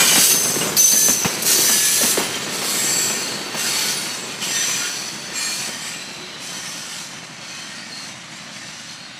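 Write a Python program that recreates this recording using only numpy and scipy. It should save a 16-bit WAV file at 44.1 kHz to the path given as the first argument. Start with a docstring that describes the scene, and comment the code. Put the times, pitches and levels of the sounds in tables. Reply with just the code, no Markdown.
"""Beside a curved railway, a few metres off: the last cars of a freight train roll past and recede over grass.
Noise through panel resonances makes the rumble; struck modes and noise bursts make joints, clanks and taps.
Flanges grind in surges about once a second: stick-slip grains excite wheel resonances.
Jittered tones make the wheels squeal and sing. With distance the ground swallows a band of the rumble."""
import sys
import numpy as np
from scipy import signal
from scipy.fft import rfft, irfft, next_fast_len
from scipy.io import wavfile
from scipy.ndimage import uniform_filter1d, map_coordinates

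SR = 44100
rng = np.random.default_rng(int(sys.argv[2]) if len(sys.argv) > 2 else 0)


def master(y):
    """Save y as 16-bit WAV."""
    cut = np.clip(np.atleast_2d(y).T, -1, 1)
    pcm = np.round(cut * 32767)  # scale
    wavfile.write(sys.argv[1], SR, pcm.astype(np.int16))


N = 405279
T = np.arange(N) / SR
FRAME = 1024  # samples in one frame of a moving filter

# the train's steady speed [m/s], and how far the track is from the listener [m]
SPEED_M_S, TRACK_M = 7.5, 4.5
# when the grinding wheel and the tail of the train go by [s]
WHEEL_PASSES_S, TAIL_PASSES_S = 1.08, 1.795
# the train is 3 dB down when its tail is FADE_M away; ground and air have their full effect at FAR_M
FADE_M, FAR_M = 14.25, 49


def undb(db):
    """Logarithmic level: decibels to amplitude gain."""
    return 10 ** (np.asarray(db) / 20)


def curve(rows, t=T):
    """Linear interpolation of a table (time [s], value)."""
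    return np.interp(t, *np.transpose(rows))


def unit(x):
    """Power normalisation: scale to rms 1."""
    return x / np.sqrt(np.mean(x ** 2))


def walk(rate, t=T):
    """Band-limited fluctuation: random knots, rate per second, joined by lines; spread about 1."""
    knots = rng.standard_normal(len(t) // 16 + 2)
    return 1.22 * np.interp((t - t[0]) * rate, np.arange(len(knots)), knots)


def colour(x, points, peaks=()):
    """Linear filtering: give x a smooth spectrum with resonances on top; rms 1."""
    size = next_fast_len(N, True)
    hz = np.arange(size // 2 + 1) * SR / size + 1e-3
    at, db = np.transpose(points)
    db = np.interp(np.log(hz), np.log(at), db)
    for centre, width, peak_db in peaks:
        db = db + peak_db / (1 + (2 * (hz - centre) / width) ** 2)
    spectrum = rfft(x, size) * undb(db)
    return unit(irfft(spectrum, size)[:N])


def reshape(x, gain_db):
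    """Time-varying filtering in short frames: gain_db(seconds, Hz)."""
    hz, t, z = signal.stft(x, SR, nperseg=FRAME)
    filtered = z * undb(gain_db(t, hz[:, None] + 1))
    return signal.istft(filtered, SR, nperseg=FRAME)[1][:N]


def grains(rate, spread_db):
    """Shot noise: dense tiny impacts, about rate per second, of uneven size; rms 1."""
    size = undb(spread_db * np.minimum(rng.exponential(size=N), 5))
    impacts = rng.random(N) < rate / SR
    return unit(impacts * size * rng.standard_normal(N))


def tone(hz, width_hz, flutter_db, t=T):
    """Friction-driven oscillation: the pitch jitters and the grip comes and goes; rms 1."""
    jitter = 0.9 * walk(265, t) + 0.295 * walk(17.8, t)
    phase = 2 * np.pi * np.cumsum(hz + width_hz * jitter) / SR
    flutter = walk(34.2, t) + 2.2 * walk(139, t)
    return unit(np.sin(phase) * undb(flutter_db * flutter))


def add(out, start, sound):
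    """Superposition: mix a sound into out from its start time on."""
    place = out[max(int(start * SR), 0):][:len(sound)]
    place += sound[:len(place)]


def blows(times, db):
    """Impulsive excitation: one impulse at each time."""
    return np.bincount(np.clip(times * SR, 0, N - 1).astype(int), undb(db), N)


def ring(push, modes):
    """Modal resonance: damped modes set ringing by a force; neighbours swing opposite ways."""
    out = 0
    for k, (hz, db, t60) in enumerate(modes):
        pole = np.exp((2j * np.pi * hz - np.log(1000) / t60) / SR)
        swing = signal.lfilter([1], [1, -pole], push + 1e-18).imag
        out = out + (-1) ** k * undb(db) * swing
    return out


def burst(hits, rise, t60, tail_db, tail_t60, delay=0):
    """Exponential decay after each impulse: quick rise, quick fall and a weaker tail."""
    age = np.maximum(T[:SR] - delay, 0)
    tail = undb(tail_db) * np.exp(-np.log(1000) * age / tail_t60)
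    fall = np.exp(-np.log(1000) * age / t60) + tail
    return signal.fftconvolve(hits, (1 - np.exp(-age / rise)) * fall)[:N]


def gone_m(t):
    """Uniform motion: how far the tail of the train has rolled past the listener."""
    return SPEED_M_S * np.maximum(t - TAIL_PASSES_S, 0)


def spreading_db(t=T):
    """Geometric spreading: the (negative) level change as the train recedes."""
    return -10 * np.log10(1 + (gone_m(t) / FADE_M) ** 2)


def farness(t=T):
    """Propagation over ground and through air: how much it colours the sound, 0 near, 1 far."""
    return np.minimum(gone_m(t) / FAR_M, 1) ** 1.96


def doppler():
    """Doppler effect: pitch factor of the grinding wheel, above 1 as it comes, below as it goes."""
    along = SPEED_M_S * (T - WHEEL_PASSES_S)
    return 1 - SPEED_M_S / 343 * along / np.hypot(along, TRACK_M)


# flanges press against the rail; levels are close by, before the overall gain of the grinding:
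# (start [s], attack [s], hold [s], level [dB], sharpness = top against middle [dB], lingering scrape [dB])
SURGES = [(-0.1, 0.039, 0.34, -20.5, -1, -22), (0.11, 0.061, 0.18, -21.5, 4, -6),
          (0.295, .006, 0.029, -20.5, 0, -28), (0.42, .05, 0.25, -36, 5, -7),
          (0.762, 0.011, 0.35, -26, 4.5, -5.5), (1.15, 0.059, 0.25, -34, -1.5, -8),
          (1.416, .003, .008, -29.5, 9, -18), (1.448, 0.005, 0.67, -24.5, 3.5, -5),
          (1.468, 0.007, 0.058, -23.5, 0, -4), (2.488, 0.022, 0.086, -35, 10, -0.5),
          (2.61, 0.03, 0.44, -28, 3, -1), (3.548, 0.041, 0.35, -23, -1, -3),
          (4.398, 0.022, 0.29, -23.5, -2, 1.5), (5.318, 0.035, 0.34, -24.5, -0.5, -3),
          (5.803, 0.025, 0.12, -27.5, -3.5, -7), (6.394, 0.012, 0.64, -28, 0.5, -4.5),
          (7.4, 0.052, 0.28, -29, -4, 0.5), (7.88, 0.042, 0.21, -28, -2.5, -5.5),
          (8.29, .02, 0.062, -31.5, -1.5, 0), (8.502, 0.026, 0.44, -28, -4.5, -7)]
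# a surge lets go quickly, leaving a scrape that dies slowly [s]
RELEASE_S, LINGER_S = 0.027, 0.39
# light rubbing of all the flanges: level before the overall gain, sharpness, sharpness change far off [dB]
RUB_DB, RUB_SHARP_DB, RUB_DULLING_DB = -32.5, -10, 1.5
# the share of the loss with distance that this rubbing suffers, coming from the whole length of the train
RUB_FADE = 0.92
# the last wagon screens the rubbing [dB]; the screen opens over this time [s] until its end has passed
SCREEN_DB, SCREEN_OPENS_S = -6.5, 0.63


def flange_contact():
    """Power addition: level and sharpness [dB] of surges over rubbing; the stronger sets the sharpness."""
    screened = np.clip((TAIL_PASSES_S - T) / SCREEN_OPENS_S, 0, 1)
    power = undb(RUB_DB + RUB_FADE * spreading_db() + SCREEN_DB * screened) ** 2
    sharp = power * (RUB_SHARP_DB + RUB_DULLING_DB * farness())
    for start, attack, hold, db, sharp_db, linger_db in SURGES:
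        age = np.maximum(T - start, 0)
        after = np.maximum(age - hold, 0)
        linger = undb(linger_db)
        release = (1 - linger) * np.exp(-after / RELEASE_S) + linger * np.exp(-after / LINGER_S)
        peak = undb(db + spreading_db(start + hold / 2))
        surge = (peak * (1 - np.exp(-age / attack)) * release) ** 2
        power, sharp = power + surge, sharp + surge * sharp_db
    return 10 * np.log10(power), sharp / power


# spectrum of the grinding: (frequency [Hz], density [dB per Hz])
GRIND_COLOUR = [(400, -23.5), (900, -5.5), (1700, -2.5), (2700, 1), (3500, -3), (5300, -1), (7000, -.5),
                (8700, -1), (10200, -3.5), (12000, -5), (13300, -5), (15300, -11.5)]
# wheel resonances under it, at their final receding pitch: (frequency [Hz], width [Hz], height [dB])
WHEEL = [(1436, 44, 4.5), (1828, 47, 7.5), (3120, 45, 5.5), (4350, 1300, 5), (6050, 620, 5.5),
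         (7520, 160, 6), (7930, 180, 6), (9360, 240, 4.5), (10990, 440, 4)]


def grinding():
    """Stick-slip friction: grains between flange and rail ring the wheel; harder contact is sharper."""
    level_db, sharpness_db = flange_contact()
    slips = grains(rate=30000, spread_db=1.0) * undb(.5 * walk(45) + 0.47 * walk(220))
    resonant = colour(slips, GRIND_COLOUR, WHEEL)
    # all these resonances sink with the Doppler shift, relative to its last value
    shift = doppler()
    scrape = map_coordinates(resonant, [np.cumsum(shift / shift[-1])], order=3, mode="mirror")

    def contact_db(t, hz):
        sharp_db = np.interp(t, T, sharpness_db)
        octaves = np.log2(hz / 4000)
        # a sharp contact gains treble and loses its lower rasp
        treble_db = sharp_db * np.clip(octaves / 1.05, -.15, 1.6)
        rasp_db = 1.84 * np.maximum(sharp_db, 0) * np.clip(octaves, -2, 0)
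        # the contact point wanders, so the wheel's many fine modes take turns to ring
        modes = rng.standard_normal((len(hz), len(t)))
        modes = unit(uniform_filter1d(uniform_filter1d(modes, size=14), size=5))
        air_db = -13 * farness(t) * (hz / 13000) ** 4
        return treble_db + rasp_db + 3.94 * modes + air_db
    return reshape(scrape * undb(level_db + 4.5), contact_db)


# the wheels' squeals build up, hold and ring out: (start [s], build-up [s], hold [s], level [dB],
# fall [dB per s], frequency [Hz], roughness [0-1])
SQUEALS = [(0, .3, .06, -20.5, 43, 6180, .7), (.768, .024, .021, -12.5, 650, 6140, .2),
           (.838, .01, .009, -14, 900, 6125, .15), (.8, .02, .24, -17.3, 72, 6140, .8),
           (1.11, .03, .1, -26, 160, 6020, .35), (1.42, .13, .23, -24.5, 45, 5995, .5),
           (2.45, .45, .14, -22.8, 65, 7660, .25), (2.66, .25, .22, -30, 75, 6020, .85),
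           (4.383, .18, .13, -26, 33, 5970, .3), (6.4, .07, .47, -43, 30, 5950, .75)]
# the level a squeal grows from (against its peak), and how fast a rough one's grip changes
SQUEAL_SEED_DB, GRIP_HZ = -23, 260


def squealing():
    """Self-excited vibration: a mode grows until grip saturates, then rings out; uneven grip roughens it."""
    out, age = np.zeros(N), T[:2 * SR]
    for start, build, hold, db, db_per_s, hz, rough in SQUEALS:
        growth_db = SQUEAL_SEED_DB * np.clip(1 - age / build, 0, 1)
        fall_db = db_per_s * np.maximum(age - build - hold, 0)
        # the complex random part spreads a skirt round the steady line
        uneven = walk(GRIP_HZ, age) + 1j * walk(GRIP_HZ, age)
        grip = np.sqrt(2 * (1 - rough ** 2)) + rough * uneven
        phase = 2 * np.pi * np.cumsum(hz + 9 * walk(25, age)) / SR
        add(out, start, undb(db + growth_db - fall_db) * (grip * np.exp(1j * phase)).real)
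    return out


# wheels hitting rail joints, before the gains of the parts: (time [s], level [dB], crack against thud [dB])
JOINTS = [(.003, -24.5, -2), (0.116, -35, 7), (0.157, -29.5, 2.5), (.335, -26, -12), (0.448, -25, -9),
          (0.613, -32.5, -1), (.66, -26, -14), (.927, -28, -11), (1.083, -28, -2), (1.247, -24.5, -1),
          (1.582, -32, -4), (1.694, -32, 2.5), (2.031, -25, -4), (2.172, -32, 3), (2.195, -27.5, -6),
          (2.617, -32, -1), (2.835, -28, -16), (3.098, -35.5, 2), (3.544, -34, 0.5), (5.68, -34, -6),
          (7.9, -38, -21)]
# the wagon body when a wheel drops: (frequency [Hz], relative level [dB], 60 dB decay time [s])
BODY_MODES = [(166, -3, .05), (225, 2, .035), (341, -1, .04), (548, -3, .022)]
# spectra of the frame's shudder and of the crack: (frequency [Hz], density [dB per Hz])
THUD_COLOUR = [(40, -42), (100, -36), (150, -4), (220, 4), (330, -9), (520, -1), (900, -15), (2000, -13),
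               (6000, -40)]
CRACK_COLOUR = [(60, -54), (220, 3.5), (540, -3), (900, 1), (1400, -3), (3000, -3.5), (6000, -16),
                (15000, -18)]


def joints():
    """Impact excitation: a wheel cracks onto the next rail end; then the body knocks and its frame shudders."""
    times, db, crack_db = np.transpose(JOINTS)
    crack = burst(blows(times, db + crack_db), rise=0.00014, t60=0.17, tail_db=-6.0, tail_t60=0.33)
    crack = crack * colour(rng.standard_normal(N), CRACK_COLOUR)
    # the body answers 5.9 ms after the crack
    drops = blows(times + 0.0059, db)
    shudder = burst(drops, rise=0.0044, t60=0.11, tail_db=-16, tail_t60=0.43)
    shudder = shudder * colour(rng.standard_normal(N), THUD_COLOUR)
    return undb(4.0) * ring(drops, BODY_MODES) + undb(1.5) * shudder + undb(5.0) * crack


# the heaviest blows knock through track and bogie, each a short falling note:
# (start [s], length [s], first frequency [Hz], last frequency [Hz], peak level [dB])
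KNOCKS = [(.167, .03, 500, 130, -20), (.561, .02, 560, 180, -19.5), (1.083, .008, 580, 470, -19.5),
          (1.093, .009, 290, 180, -16), (1.246, .003, 1600, 700, -14), (1.249, .015, 240, 140, -14.5),
          (1.586, .012, 430, 330, -20), (2.011, .012, 680, 460, -19.5), (2.033, .019, 270, 200, -19),
          (2.172, .017, 680, 280, -16), (2.22, .009, 330, 260, -21)]


def knocks():
    """Bending-wave dispersion: struck steel's faster, higher waves arrive first, in short rough notes."""
    out = np.zeros(N)
    for start, length, first_hz, last_hz, db in KNOCKS:
        progress = np.linspace(0, 1, int(length * SR))
        hz = first_hz * (last_hz / first_hz) ** progress
        swell = 2 * np.sqrt(progress * (1 - progress))
        rattle = .25 * walk(400, progress * length)
        note = np.sin(2 * np.pi * np.cumsum(hz) / SR)
        add(out, start, undb(db) * swell * (1 + rattle) * note)
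    return out


# steel knocking on steel under a wagon: (time [s], level [dB])
CLANKS = [(.767, -15.5), (0.918, -17.5)]
# its modes: (frequency [Hz], relative level [dB], 60 dB decay time [s])
CLANK_MODES = [(4167, -2.5, .17), (4608, 0, .17), (5100, -5, .055), (6970, -8, .07)]


def clanks():
    """Modal ringing after impact: loose steel gear strikes, chatters for an instant and rings."""
    strikes = blows(*np.transpose(CLANKS))
    chatter = burst(strikes, rise=.0005, t60=.075, tail_db=-11, tail_t60=.18) * rng.standard_normal(N)
    return ring(strikes, CLANK_MODES) + undb(-0.5) * chatter


# single modes of the wheels and wagon frames that sing up briefly:
# (start [s], length [s], frequency [Hz], width of the pitch jitter [Hz], peak level [dB])
SINGS = [(.018, .3, 2966, 80, -24.5), (.297, .29, 9770, 60, -27.5), (.366, .42, 8020, 28, -32),
         (.666, .077, 7060, 23, -28), (.768, .067, 12330, 25, -20), (.8, .34, 7770, 41, -28),
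         (.941, .22, 1735, 16, -35), (1.65, .5, 1718, 6.5, -30.5), (1.682, .5, 10910, 33, -28),
         (1.963, .39, 9600, 37, -29.5), (2.66, .097, 4490, 16, -31), (2.7, .6, 1840, 20, -39),
         (2.856, .45, 4520, 14, -29.5), (3.18, .55, 4505, 45, -36), (3.65, .58, 4460, 55, -30),
         (3.882, .29, 9420, 70, -35), (4.141, .17, 7660, 3.7, -34), (4.46, .45, 7500, 14, -29),
         (4.52, .13, 1840, 12, -35), (4.406, .14, 2950, 220, -28), (4.542, .13, 3612, 28, -31.5),
         (4.8, .7, 4510, 44, -37), (5.338, .3, 7500, 17, -30), (5.341, .38, 2404, 5, -33),
         (5.345, .27, 6590, 13, -35.5), (5.348, .29, 4264, 7, -29), (5.363, .29, 9070, 12, -35),
         (5.803, .31, 7700, 8, -38), (5.97, .85, 4020, 60, -42.5), (6.18, .15, 364, 3, -42),
         (7.49, .17, 2520, 40, -42), (7.77, .09, 4550, 25, -38.5), (7.915, .2, 4280, 5.9, -34),
         (8.853, .34, 4270, 27, -42.5)]


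def singing():
    """Friction-driven resonance: other modes of wheels and frames sing up briefly and fade."""
    out, age = np.zeros(N), T[:SR]
    for start, length, hz, width, db in SINGS:
        swell = np.interp(age / min(length, 1), [0, .06, .3, .75, 1], [0, .8, 1, .45, 0])
        add(out, start, undb(db) * swell * tone(hz, width, flutter_db=1.2, t=age))
    return out


# small fittings tapping: (time [s], level [dB], frequency [Hz])
TICKS = [(.614, -18.5, 2855), (2.344, -22, 3160)]
TICK_T60_S = 0.087


def ticks():
    """Single-mode impulse response: small steel fittings tap and ring for an instant."""
    out = 0
    for start, db, hz in TICKS:
        out = out + ring(blows(np.array([start]), [db]), [(hz, 0, TICK_T60_S)])
    return out


# level of the rumble before distance acts, steady after the last row: (time [s], level [dB])
RUMBLE = [(0, -27.5), (0.28, -30.5), (.47, -28.5), (0.68, -23.5), (0.86, -33), (1.2, -30.5), (1.5, -28),
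          (1.85, -33), (2.25, -29.5)]
# spectrum of the rumble close by: (frequency [Hz], density [dB per Hz])
ROLL_COLOUR = [(25, -34), (45, -32), (70, -15), (105, -12.5), (135, -3.5), (200, 0), (270, -3.5), (400, 0),
               (650, -6), (1200, -8.5), (2000, -9.5), (4000, -15.5), (15000, -75)]
# booming panels of the wagons: (frequency [Hz], width [Hz], height [dB])
PANELS = [(126.7, 17, 4), (168, 14, 2.5), (232, 33, 2.5), (375, 12, 3.5)]


def rolling():
    """Roughness excitation and ground interference: treads shake the bodies; far off, grass echo cuts a band."""
    level_db = curve(RUMBLE) + spreading_db() + 0.59 * walk(14)
    body = colour(grains(rate=3000, spread_db=0), ROLL_COLOUR, PANELS) * undb(level_db)

    def ground_db(t, hz):
        dip_db = -19 * np.exp(-(np.log2(hz / 425) / 0.26) ** 2)
        middle_db = 2.8 * np.exp(-np.log2(hz / 1900) ** 2)
        # the bass carries best
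        bass_db = 7 / (1 + (hz / 110) ** 2)
        return farness(t) * (dip_db + middle_db + bass_db)
    return reshape(body, ground_db)


def scene():
    """Superposition of all sources: the whole train, heard alike by both ears."""
    train = rolling() + grinding() + squealing() + singing() + joints() + knocks() + clanks() + ticks()
    return np.array([train, train])


TOP_HZ = 15400  # upper edge of the recorder's passband


def record(dry):
    """Band limiting and saturation: the microphone sheds deep bass; the recorder rounds peaks, cuts the top."""
    thin = signal.sosfilt(signal.butter(2, 60, "high", fs=SR, output="sos"), dry)
    rounded = np.tanh(0.91 * thin) / 0.89
    return signal.sosfilt(signal.ellip(10, .2, 80, TOP_HZ, fs=SR, output="sos"), rounded)


dry = scene()
out = record(dry)
master(out)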